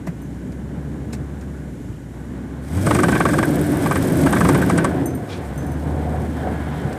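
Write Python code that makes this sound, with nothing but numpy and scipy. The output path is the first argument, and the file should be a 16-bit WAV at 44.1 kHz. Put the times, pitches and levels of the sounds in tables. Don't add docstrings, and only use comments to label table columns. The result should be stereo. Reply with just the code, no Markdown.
import sys
import numpy as np
from scipy import signal
from scipy.fft import rfft, irfft, next_fast_len
from scipy.io import wavfile
from scipy.ndimage import uniform_filter1d

SR = 44100
rng = np.random.default_rng(int(sys.argv[2]) if len(sys.argv) > 2 else 0)


def gain_from_decibels(decibels):
    exponent = np.asarray(decibels, float) / 20
    return 10 ** exponent


def dump_mix(stems):
    frames = np.atleast_2d(stems).T
    limited = np.clip(frames, -1, 1)
    pcm = np.round(limited * 32767).astype(np.int16)
    wavfile.write(sys.argv[1], SR, pcm)


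N = 307818
SIZE = next_fast_len(N)
HZ = np.maximum(np.fft.rfftfreq(SIZE, 1 / SR), 1)


def on_hz(points):
    hz, value = np.transpose(points)
    return np.interp(np.log(HZ), np.log(hz), value)


def curve(rows, column, outside=None):
    rows = np.array(rows)
    return np.interp(np.arange(N) / SR, rows[:, 0], rows[:, column], outside, outside)


def peaks(table):
    return sum(gain_from_decibels(db) * 1j * HZ * width / (hz * hz - HZ ** 2 + 1j * HZ * width) for hz, width, db in table)


def walk(rate):
    hold = int(SR / rate)
    steps = np.repeat(rng.standard_normal(N // hold + 1), hold)
    return 1.15 * uniform_filter1d(uniform_filter1d(steps, hold), hold)[:N]


# f/Hz, share of power common to both
COHERENCE = [(30, .8), (60, .88), (150, .88), (370, .92), (620, .78), (870, .45), (1250, .75), (2100, .75),
             (3500, .45), (5000, .15), (15000, .05)]
# f/Hz, phase the left port regains/rad
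PHASE_LEAD = [(60, 0), (300, .3), (600, .35), (1200, 1.1), (1500, 1.0), (2100, .3), (2900, -.5), (5000, 0)]


def ports(common, own, balance, lead=PHASE_LEAD, gain=1):
    lag = 24
    share = np.clip(on_hz(COHERENCE), 0, 1)
    left_path = np.exp(1j * (on_hz(lead) - 2 * np.pi * HZ * lag / SR))
    paths = np.array([left_path, np.ones(len(HZ))])
    half = on_hz(balance) / 2
    both = np.sqrt(share) * paths * rfft(common, SIZE) + np.sqrt(1 - share) * rfft(own, SIZE)
    return irfft(gain * gain_from_decibels(np.array([half, -half])) * both, SIZE)[:, :N]


def noise(gain, balance, envelope=1, lead=PHASE_LEAD):
    chance = envelope * rng.standard_normal((3, N))
    unit_gain = gain / np.sqrt(np.mean(np.abs(gain) ** 2))
    return ports(chance[0], chance[1:], balance, lead, unit_gain)


def bursts(times, dbs, rise_s, fall_s):
    out = np.zeros(N)
    for s, db, fall in np.broadcast(times, dbs, fall_s):
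        start = int(s * SR)
        t = np.arange(min(int(.15 * SR), N - start)) / SR
        out[start:][:len(t)] += gain_from_decibels(db) * (1 - np.exp(-t / rise_s)) * np.exp(-t / fall)
    return out


# t/s, firing rate f/Hz
FIRING_RATE = [(0.0, 64), (0.45, 63.5), (0.7, 69.5), (1.5, 70), (1.88, 58), (2.68, 69.4), (2.77, 88),
               (2.89, 112), (2.99, 128), (3.15, 141), (3.45, 149), (3.75, 153), (4.0, 161), (4.3, 175),
               (4.45, 180), (4.66, 186), (4.78, 173), (4.9, 143), (5.1, 133.5), (5.5, 66), (5.62, 70),
               (5.81, 76), (6.2, 76.5), (6.65, 74.6), (6.98, 72.5)]
# t/s, level/dB
ENGINE_LEVEL = [(0.0, -40), (0.45, -36), (0.7, -33.5), (1.5, -32.5), (1.88, -40.5), (2.3, -36), (2.68, -34),
                (2.77, -19.5), (2.89, -24), (2.99, -32), (3.6, -32.5), (4.1, -27), (4.3, -22.5),
                (4.78, -21), (4.9, -33), (5.2, -37), (5.46, -34), (5.56, -33), (5.81, -25), (6.65, -30),
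                (6.98, -37.5)]
# multiple of the firing rate, level/dB
ENGINE_ORDERS = [(1, -1), (1.25, -14), (2, -8), (3.25, -14)]
# f/Hz, left minus right level/dB
STANDING_WAVES = [(58, -1), (68, -3), (76, 2.5), (100, -4), (150, -0.5), (250, -12)]


def engine():
    rate = curve(FIRING_RATE, 1) * (1 + 0.0042 * walk(20))
    phase = 2 * np.pi * np.cumsum(rate) / SR
    tone = sum(gain_from_decibels(db + 1.15 * k * walk(8)) * np.sin(k * phase + k) for k, db in ENGINE_ORDERS)
    tone = np.sqrt(2) * tone * gain_from_decibels(curve(ENGINE_LEVEL, 1))
    bulkhead = 1 / (1 + (HZ / 330) ** 6)
    return ports(tone, tone, STANDING_WAVES, gain=bulkhead)


# t/s, panel knock level/dB, upper against lower panel level/dB, trim rattle level/dB
JOLT_TABLE = [(2.768, -34, -6, -35), (2.866, -11, -14, -16), (2.907, -10, -14, -23),
              (2.947, -9, -10.5, -17.5), (2.987, -10.5, -6, -21), (3.032, -7.5, -6, -18),
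              (3.083, -10.5, -13.5, -21), (3.12, -11, -4, -22), (3.151, -9, -4, -29), (3.202, -9, -8, -21),
              (3.252, -8, -8, -22.5), (3.287, -12.5, -11, -22), (3.332, -13.5, -6, -22),
              (3.382, -10, -5, -22), (3.427, -10.5, -6, -24), (3.858, -11, -9.5, -26),
              (3.91, -10, -8.5, -23), (3.956, -11.5, -6, -20.5), (4.261, -9.5, -5, -22),
              (4.326, -9, -4.5, -16.5), (4.361, -12.5, -6, -31), (4.406, -11, -10, -19.5),
              (4.448, -11, -16, -27), (4.488, -9, -12.5, -16.5), (4.545, -9.5, -8, -19.5),
              (4.615, -13.5, -6, -23), (4.697, -11.5, -12, -20.5), (4.776, -10, -1.5, -18.5),
              (4.844, -11, -15, -17)]
# f/Hz, width/Hz, level/dB
LOWER_MODES = [(560, 130, -6), (800, 200, -7), (1147, 177, -3.5), (2230, 870, -13.5)]
# f/Hz, width/Hz, level/dB
UPPER_MODES = [(1540, 107, 0), (2240, 170, -20)]
# f/Hz, phase the left port regains/rad
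LOWER_LEAD = [(60, 0), (730, .6), (1000, 3.0), (1300, 3.5), (1500, 1.2), (2100, .4), (3400, -.5)]
# f/Hz, density level/dB
THUD_SPECTRUM = [(110, -20), (170, 0), (330, 0), (600, -5), (1100, -12), (1650, -15), (2500, -20),
                 (4000, -40)]
# f/Hz, left minus right level/dB
NEAR_BALANCE = [(200, -4), (870, -3), (1230, 3), (1750, 1), (2050, -6), (2900, -4), (4900, -8), (6000, -3),
                (7200, -6), (8000, -14), (15000, -18)]
# f/Hz, left minus right level/dB
WIDE_BALANCE = [(40, -1.5), (130, -3.5), (200, -3.5), (370, -2.5), (730, -4), (1100, -1.5), (1500, 3),
                (1750, 1), (2050, -3.5), (2900, -2), (4200, -4), (6000, 2), (7200, 3), (8000, -9),
                (15000, -12)]


def panel_knocks():
    s, db, upper_db, _ = np.transpose(JOLT_TABLE)
    dull = 1 / (1 + (HZ / 3000) ** 2)
    shares = 1.6 * rng.standard_normal((len(LOWER_MODES), len(s)))
    lower = 0
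    for (hz, width, mode_db), share_db in zip(LOWER_MODES, shares):
        hits = bursts(s, db - upper_db / 2 + share_db, 0.0021, 0.0064)
        lower = lower + gain_from_decibels(mode_db) * noise(peaks([(hz, width, 0)]) * dull, NEAR_BALANCE, hits, LOWER_LEAD)
    upper_hits = bursts(s + 0.0062, db + upper_db / 2, 0.0011, 0.011)
    upper = noise(peaks(UPPER_MODES) * dull, NEAR_BALANCE, upper_hits)
    body = noise(gain_from_decibels(on_hz(THUD_SPECTRUM)), WIDE_BALANCE, bursts(s, db, 0.0044, 0.012))
    return lower + upper + gain_from_decibels(-6) * body


# f/Hz, density level/dB
RATTLE_SPECTRUM = [(1470, -9), (2500, -12), (3500, -14), (4200, 0), (6500, 7), (7700, 4), (8400, 9),
                   (9300, 1), (10800, -4.5), (12000, -13), (15300, -30)]
# t/s, level/dB
SIZZLE_LEVEL = [(2.62, -56), (2.7, -47), (2.8, -40.5), (2.87, -36), (3.6, -39.5), (4.41, -35.5),
                (4.63, -37.5), (4.82, -44), (5.14, -53), (6.98, -52)]
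# f/Hz, density level/dB
SIZZLE_SPECTRUM = [(1470, -7), (2300, 6.5), (2700, 0), (3200, 0.5), (3880, -3), (6500, -1), (8500, -4),
                   (11400, -10), (14100, -9), (14700, -25), (15300, -30)]
# f/Hz, left minus right level/dB
BESIDE_BALANCE = [(2500, -5), (5000, -8), (6000, -3), (7300, -6), (7900, -21), (10000, -22), (12000, -18)]


def trim_rattle():
    s, _, _, rattle_db = np.transpose(JOLT_TABLE)
    early_s = 0.0018
    grit = gain_from_decibels(2.2 * walk(300))
    hits = bursts(s - early_s, rattle_db, 0.0046, 0.0057)
    rattle = noise(gain_from_decibels(on_hz(RATTLE_SPECTRUM)), BESIDE_BALANCE, grit * hits)
    shaking = gain_from_decibels(curve(SIZZLE_LEVEL, 1, -88) + 1.2 * walk(45))
    return rattle + noise(gain_from_decibels(on_hz(SIZZLE_SPECTRUM)), BESIDE_BALANCE, grit * shaking)


# f/Hz, density level/dB
TREMOR_SPECTRUM = [(4000, -26.5), (6500, -19), (8500, -1), (10500, -5.5), (13500, -1.5), (14700, -11),
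                   (15300, -33)]


def tremor():
    from_s, count, cylinders, jitter_s = 3.4515, 26, 8, 0.001
    tremor_db, scatter_db, pretick_db, pretick_cycles = -32, 1.5, -42, 0.34
    chance, size = rng.standard_normal((2, count))
    cycles = np.cumsum(curve(FIRING_RATE, 1)) / SR / cylinders
    beats = cycles[int(from_s * SR)] + np.arange(count)
    beat_s = np.searchsorted(cycles, beats) / SR + jitter_s * chance
    tick_s = np.searchsorted(cycles, beats - pretick_cycles) / SR + jitter_s * chance
    shakes = bursts(beat_s, tremor_db + scatter_db * size, 0.00095, 0.0052)
    ticks = bursts(tick_s, pretick_db + 3 * chance, 0.001, 0.002)
    shake = noise(gain_from_decibels(on_hz(TREMOR_SPECTRUM)), BESIDE_BALANCE, shakes)
    return shake + noise(peaks([(8460, 900, 0)]) ** 2, BESIDE_BALANCE, ticks)


# t/s, body boom level/dB, road and gear rush level/dB
CABIN_LEVELS = [(0.2, -31, -42.5), (1.07, -26, -40), (1.55, -27.5, -41), (2.05, -33.5, -45),
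                (2.4, -30, -38.5), (2.68, -29.5, -37.5), (2.88, -14, -27), (3.4, -16, -27),
                (3.7, -17.5, -26), (4.15, -15.5, -24.5), (4.42, -15, -22.5), (4.81, -16, -22.5),
                (5.05, -19, -31), (5.2, -25.5, -36), (5.36, -31, -34.5), (5.52, -26.5, -34),
                (6.2, -22.5, -32), (6.7, -27, -30.5), (6.98, -25, -29.5)]
# f/Hz, density level/dB
BOOM_SPECTRUM = [(18, -41), (30, -34), (52, -8.5), (72, -9), (105, -2.5), (146, 1), (194, -2), (269, -1),
                 (439, -14), (600, -17), (780, -28), (1320, -120)]
# f/Hz, density level/dB
ROAR_SPECTRUM = [(18, -67), (30, -18), (51, -16), (75, -2), (114, -3.5), (145, 0.5), (178, -1.5), (225, -2),
                 (289, -1.5), (372, -3.5), (436, -11), (700, -11.5), (910, -51), (1540, -120)]
# t/s, level against the boom/dB, centre f/Hz
GROWL_TRACK = [(2.8, -37, 300), (3.1, -14, 300), (3.5, -5, 298), (3.9, -8.5, 288), (4.2, -15, 275),
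               (4.45, -11, 272), (5.12, -5, 285), (5.22, -27, 281)]


def body_boom():
    load = np.clip((curve(FIRING_RATE, 1) - 78) / 25, 0, 1)
    idle = noise(gain_from_decibels(on_hz(BOOM_SPECTRUM)), WIDE_BALANCE)
    roar = noise(gain_from_decibels(on_hz(ROAR_SPECTRUM)), WIDE_BALANCE)
    swing = 2 * np.pi * np.cumsum(curve(GROWL_TRACK, 2)) / SR
    growl = walk(60) * np.sin(swing) + walk(60) * np.cos(swing)
    growl = gain_from_decibels(curve(GROWL_TRACK, 1)) * ports(growl, growl, WIDE_BALANCE)
    shell = np.sqrt(1 - load) * idle + np.sqrt(load) * (roar + growl)
    return shell * gain_from_decibels(curve(CABIN_LEVELS, 1) + 1.16 * walk(13))


# f/Hz, density level/dB
RUSH_SPECTRUM = [(300, -5), (420, 2), (760, 1.5), (950, 0.5), (1350, -0.5), (1750, -10), (2300, -14),
                 (2700, -15), (3200, -21), (4500, -27.5), (6500, -44)]
# f/Hz, width/Hz, level/dB
WHIRR_MODES = [(1498, 96, 0), (1642, 210, -2.3)]


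def road_rush():
    rush = noise(gain_from_decibels(on_hz(RUSH_SPECTRUM)), WIDE_BALANCE) * gain_from_decibels(0.91 * walk(14) + 1.26 * walk(90))
    whirr = noise(peaks(WHIRR_MODES) ** 2, WIDE_BALANCE) * gain_from_decibels(-9.5 + 1.6 * walk(20))
    return (rush + whirr) * gain_from_decibels(curve(CABIN_LEVELS, 2))


# t/s, level/dB
DRAG_LEVEL = [(4.9, -27), (5.15, -38.5), (5.75, -36.5), (5.87, -29), (6.2, -24.5), (6.33, -36.5),
              (6.47, -23), (6.58, -37), (6.98, -31)]
# f/Hz, density level/dB
DRAG_SPECTRUM = [(220, -30), (330, -4), (480, 0), (620, -3), (720, -1), (900, -7), (1200, -14), (2200, -34),
                 (4000, -70)]


def snow_drag():
    level = curve(DRAG_LEVEL, 1, -90)
    scrape = noise(gain_from_decibels(on_hz(DRAG_SPECTRUM)), WIDE_BALANCE, gain_from_decibels(level + 1.6 * walk(12)))
    note = noise(peaks([(730, 61, 0)]) ** 2, WIDE_BALANCE, gain_from_decibels(level + 4.2 * walk(25)))
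    return scrape + gain_from_decibels(-7.5) * note


# t/s, scrape level/dB, thud level/dB, scrape decay time/s, left minus right level/dB
TRIM_TICKS = [(0.065, -37, -18.5, 0.013, 2.5), (0.52, -36.5, -35, 0.0055, 3),
              (1.126, -26.5, -21.5, 0.013, 1), (1.409, -42, -31, 0.011, 2), (2.846, -29, -33, 0.004, -10),
              (4.238, -29, -45, 0.003, 0.1), (6.926, -32, -42, 0.0049, -11)]
# f/Hz, density level/dB
TICK_SPECTRUM = [(500, -13), (1500, -22), (2620, 7), (3090, -10), (4090, -0.5), (7570, 1), (8100, -1.5),
                 (15000, -21)]
# t/s, level/dB
SQUEAK_TABLE = [(1.925, -43), (1.962, -45)]


def trim_ticks():
    s, db, thud_db, decay_s, pan_db = np.transpose(TRIM_TICKS)
    side = np.interp(np.arange(N) / SR, s, pan_db) / 2
    crackle = bursts(s, db, 0.0032, np.clip(decay_s, .001, .05)) * gain_from_decibels(1.6 * walk(460))
    scrape = noise(gain_from_decibels(on_hz(TICK_SPECTRUM)), WIDE_BALANCE, crackle) * gain_from_decibels(np.array([side, -side]))
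    thud = noise(gain_from_decibels(on_hz(THUD_SPECTRUM)), WIDE_BALANCE, bursts(s + 0.0054, thud_db, 0.0018, 0.014))
    squeak_s, squeak_db = np.transpose(SQUEAK_TABLE)
    squeaks = bursts(squeak_s, squeak_db, 0.004, 0.01)
    return scrape + thud + noise(peaks([(2900, 350, 0)]) ** 2, WIDE_BALANCE, squeaks)


# t/s, level/dB, f/Hz
BUMP_TABLE = [(0.086, -18.5, 170), (1.893, -22.5, 106), (6.849, -15.5, 133)]


def bumps():
    fall_s = 0.005
    out, t = np.zeros(N + SR), np.arange(SR // 10) / SR
    swell = t / fall_s * np.exp(1 - t / fall_s)
    for s, db, hz in BUMP_TABLE:
        out[int(s * SR):][:len(t)] += gain_from_decibels(db) * np.sin(2 * np.pi * hz * t) * swell
    return ports(out[:N], out[:N], WIDE_BALANCE)


# t/s, level/dB, brightness/(dB per octave)
CLINK_TABLE = [(0.218, -44, 9), (3.859, -36, 16), (5.058, -24, 8), (5.1492, -37, 18), (5.577, -34.5, 2),
               (5.664, -40, 5), (5.717, -41, 8)]
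# f/Hz, level/dB, 60 dB decay time/s
KEY_MODES = [(6190, -7, 0.23), (7600, -16, 0.12), (9001, -5, 0.097), (11930, -15, 0.096),
             (13200, -14, .025)]


def keys():
    out, t = np.zeros(N + SR), np.arange(SR // 3) / SR
    onset = 1 - np.exp(-t / 0.00046)
    shares = rng.standard_normal((len(CLINK_TABLE), len(KEY_MODES)))
    for (s, db, tilt_db), strike_shares in zip(CLINK_TABLE, shares):
        for (hz, mode_db, t60), share_db in zip(KEY_MODES, strike_shares):
            ring = np.sin(2 * np.pi * hz * t) * np.exp(-np.log(1000) * t / t60) * onset
            level_db = db + mode_db + tilt_db * np.log2(hz / 9000) + share_db
            out[int(s * SR):][:len(t)] += gain_from_decibels(level_db) * ring
    s, db, _ = np.transpose(CLINK_TABLE)
    contact = noise(peaks([(11000, 7000, 0)]) ** 2, NEAR_BALANCE, bursts(s, db - 12, 0.0004, 0.002))
    return ports(out[:N], out[:N], NEAR_BALANCE) + contact


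# t/s, level/dB
BRUSH_LEVEL = [(5.26, -81), (5.296, -43.5), (5.332, -38.5), (5.42, -59)]
# f/Hz, density level/dB
CLOTH_SPECTRUM = [(880, 1), (1500, -7), (2000, -15), (2360, -2.5), (2880, -10), (3270, -6), (10000, -28),
                  (14000, -53)]


def cloth():
    left = [(100, 9.9), (15000, 34)]  # f/Hz, left minus right level/dB
    return noise(gain_from_decibels(on_hz(CLOTH_SPECTRUM)), left) * gain_from_decibels(curve(BRUSH_LEVEL, 1, -77))


# t/s, level/dB
SLIDE_LEVEL = [(6.25, -65), (6.4, -42), (6.55, -62), (6.8, -39), (6.98, -72)]


def snow_slide():
    swell = gain_from_decibels(curve(SLIDE_LEVEL, 1, -90) + 1.7 * walk(13))
    return noise(peaks([(3100, 210, 3), (1550, 230, 8.4)]), WIDE_BALANCE, swell)


# f/Hz, density level/dB
AIR_SPECTRUM = [(1760, -0.5), (3000, -2), (3280, -8.5), (4510, -8.5), (4860, -9.5), (6980, -4.5),
                (13500, -16.5), (14700, -35), (15300, -43)]


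def air_hiss():
    return noise(gain_from_decibels(on_hz(AIR_SPECTRUM)), WIDE_BALANCE) * gain_from_decibels(-51 + 0.8 * walk(6.2))


def scene():
    judder = panel_knocks() + trim_rattle() + tremor()
    cabin = body_boom() + road_rush() + snow_drag() + snow_slide() + air_hiss()
    return engine() + judder + cabin + trim_ticks() + bumps() + keys() + cloth()


def band_limit(x):
    return signal.sosfilt(signal.butter(12, 15410, fs=SR, output="sos"), x)


def record(dry):
    bass = signal.butter(4, 46, "high", fs=SR, output="sos")
    top = signal.ellip(10, .2, 70, 14750, fs=SR, output="sos")
    rounded = np.tanh(0.84 * signal.sosfilt(bass, dry)) / 0.93
    mix = signal.sosfilt(top, rounded)
    return band_limit(mix)


dry = scene()
out = record(dry)
dump_mix(out)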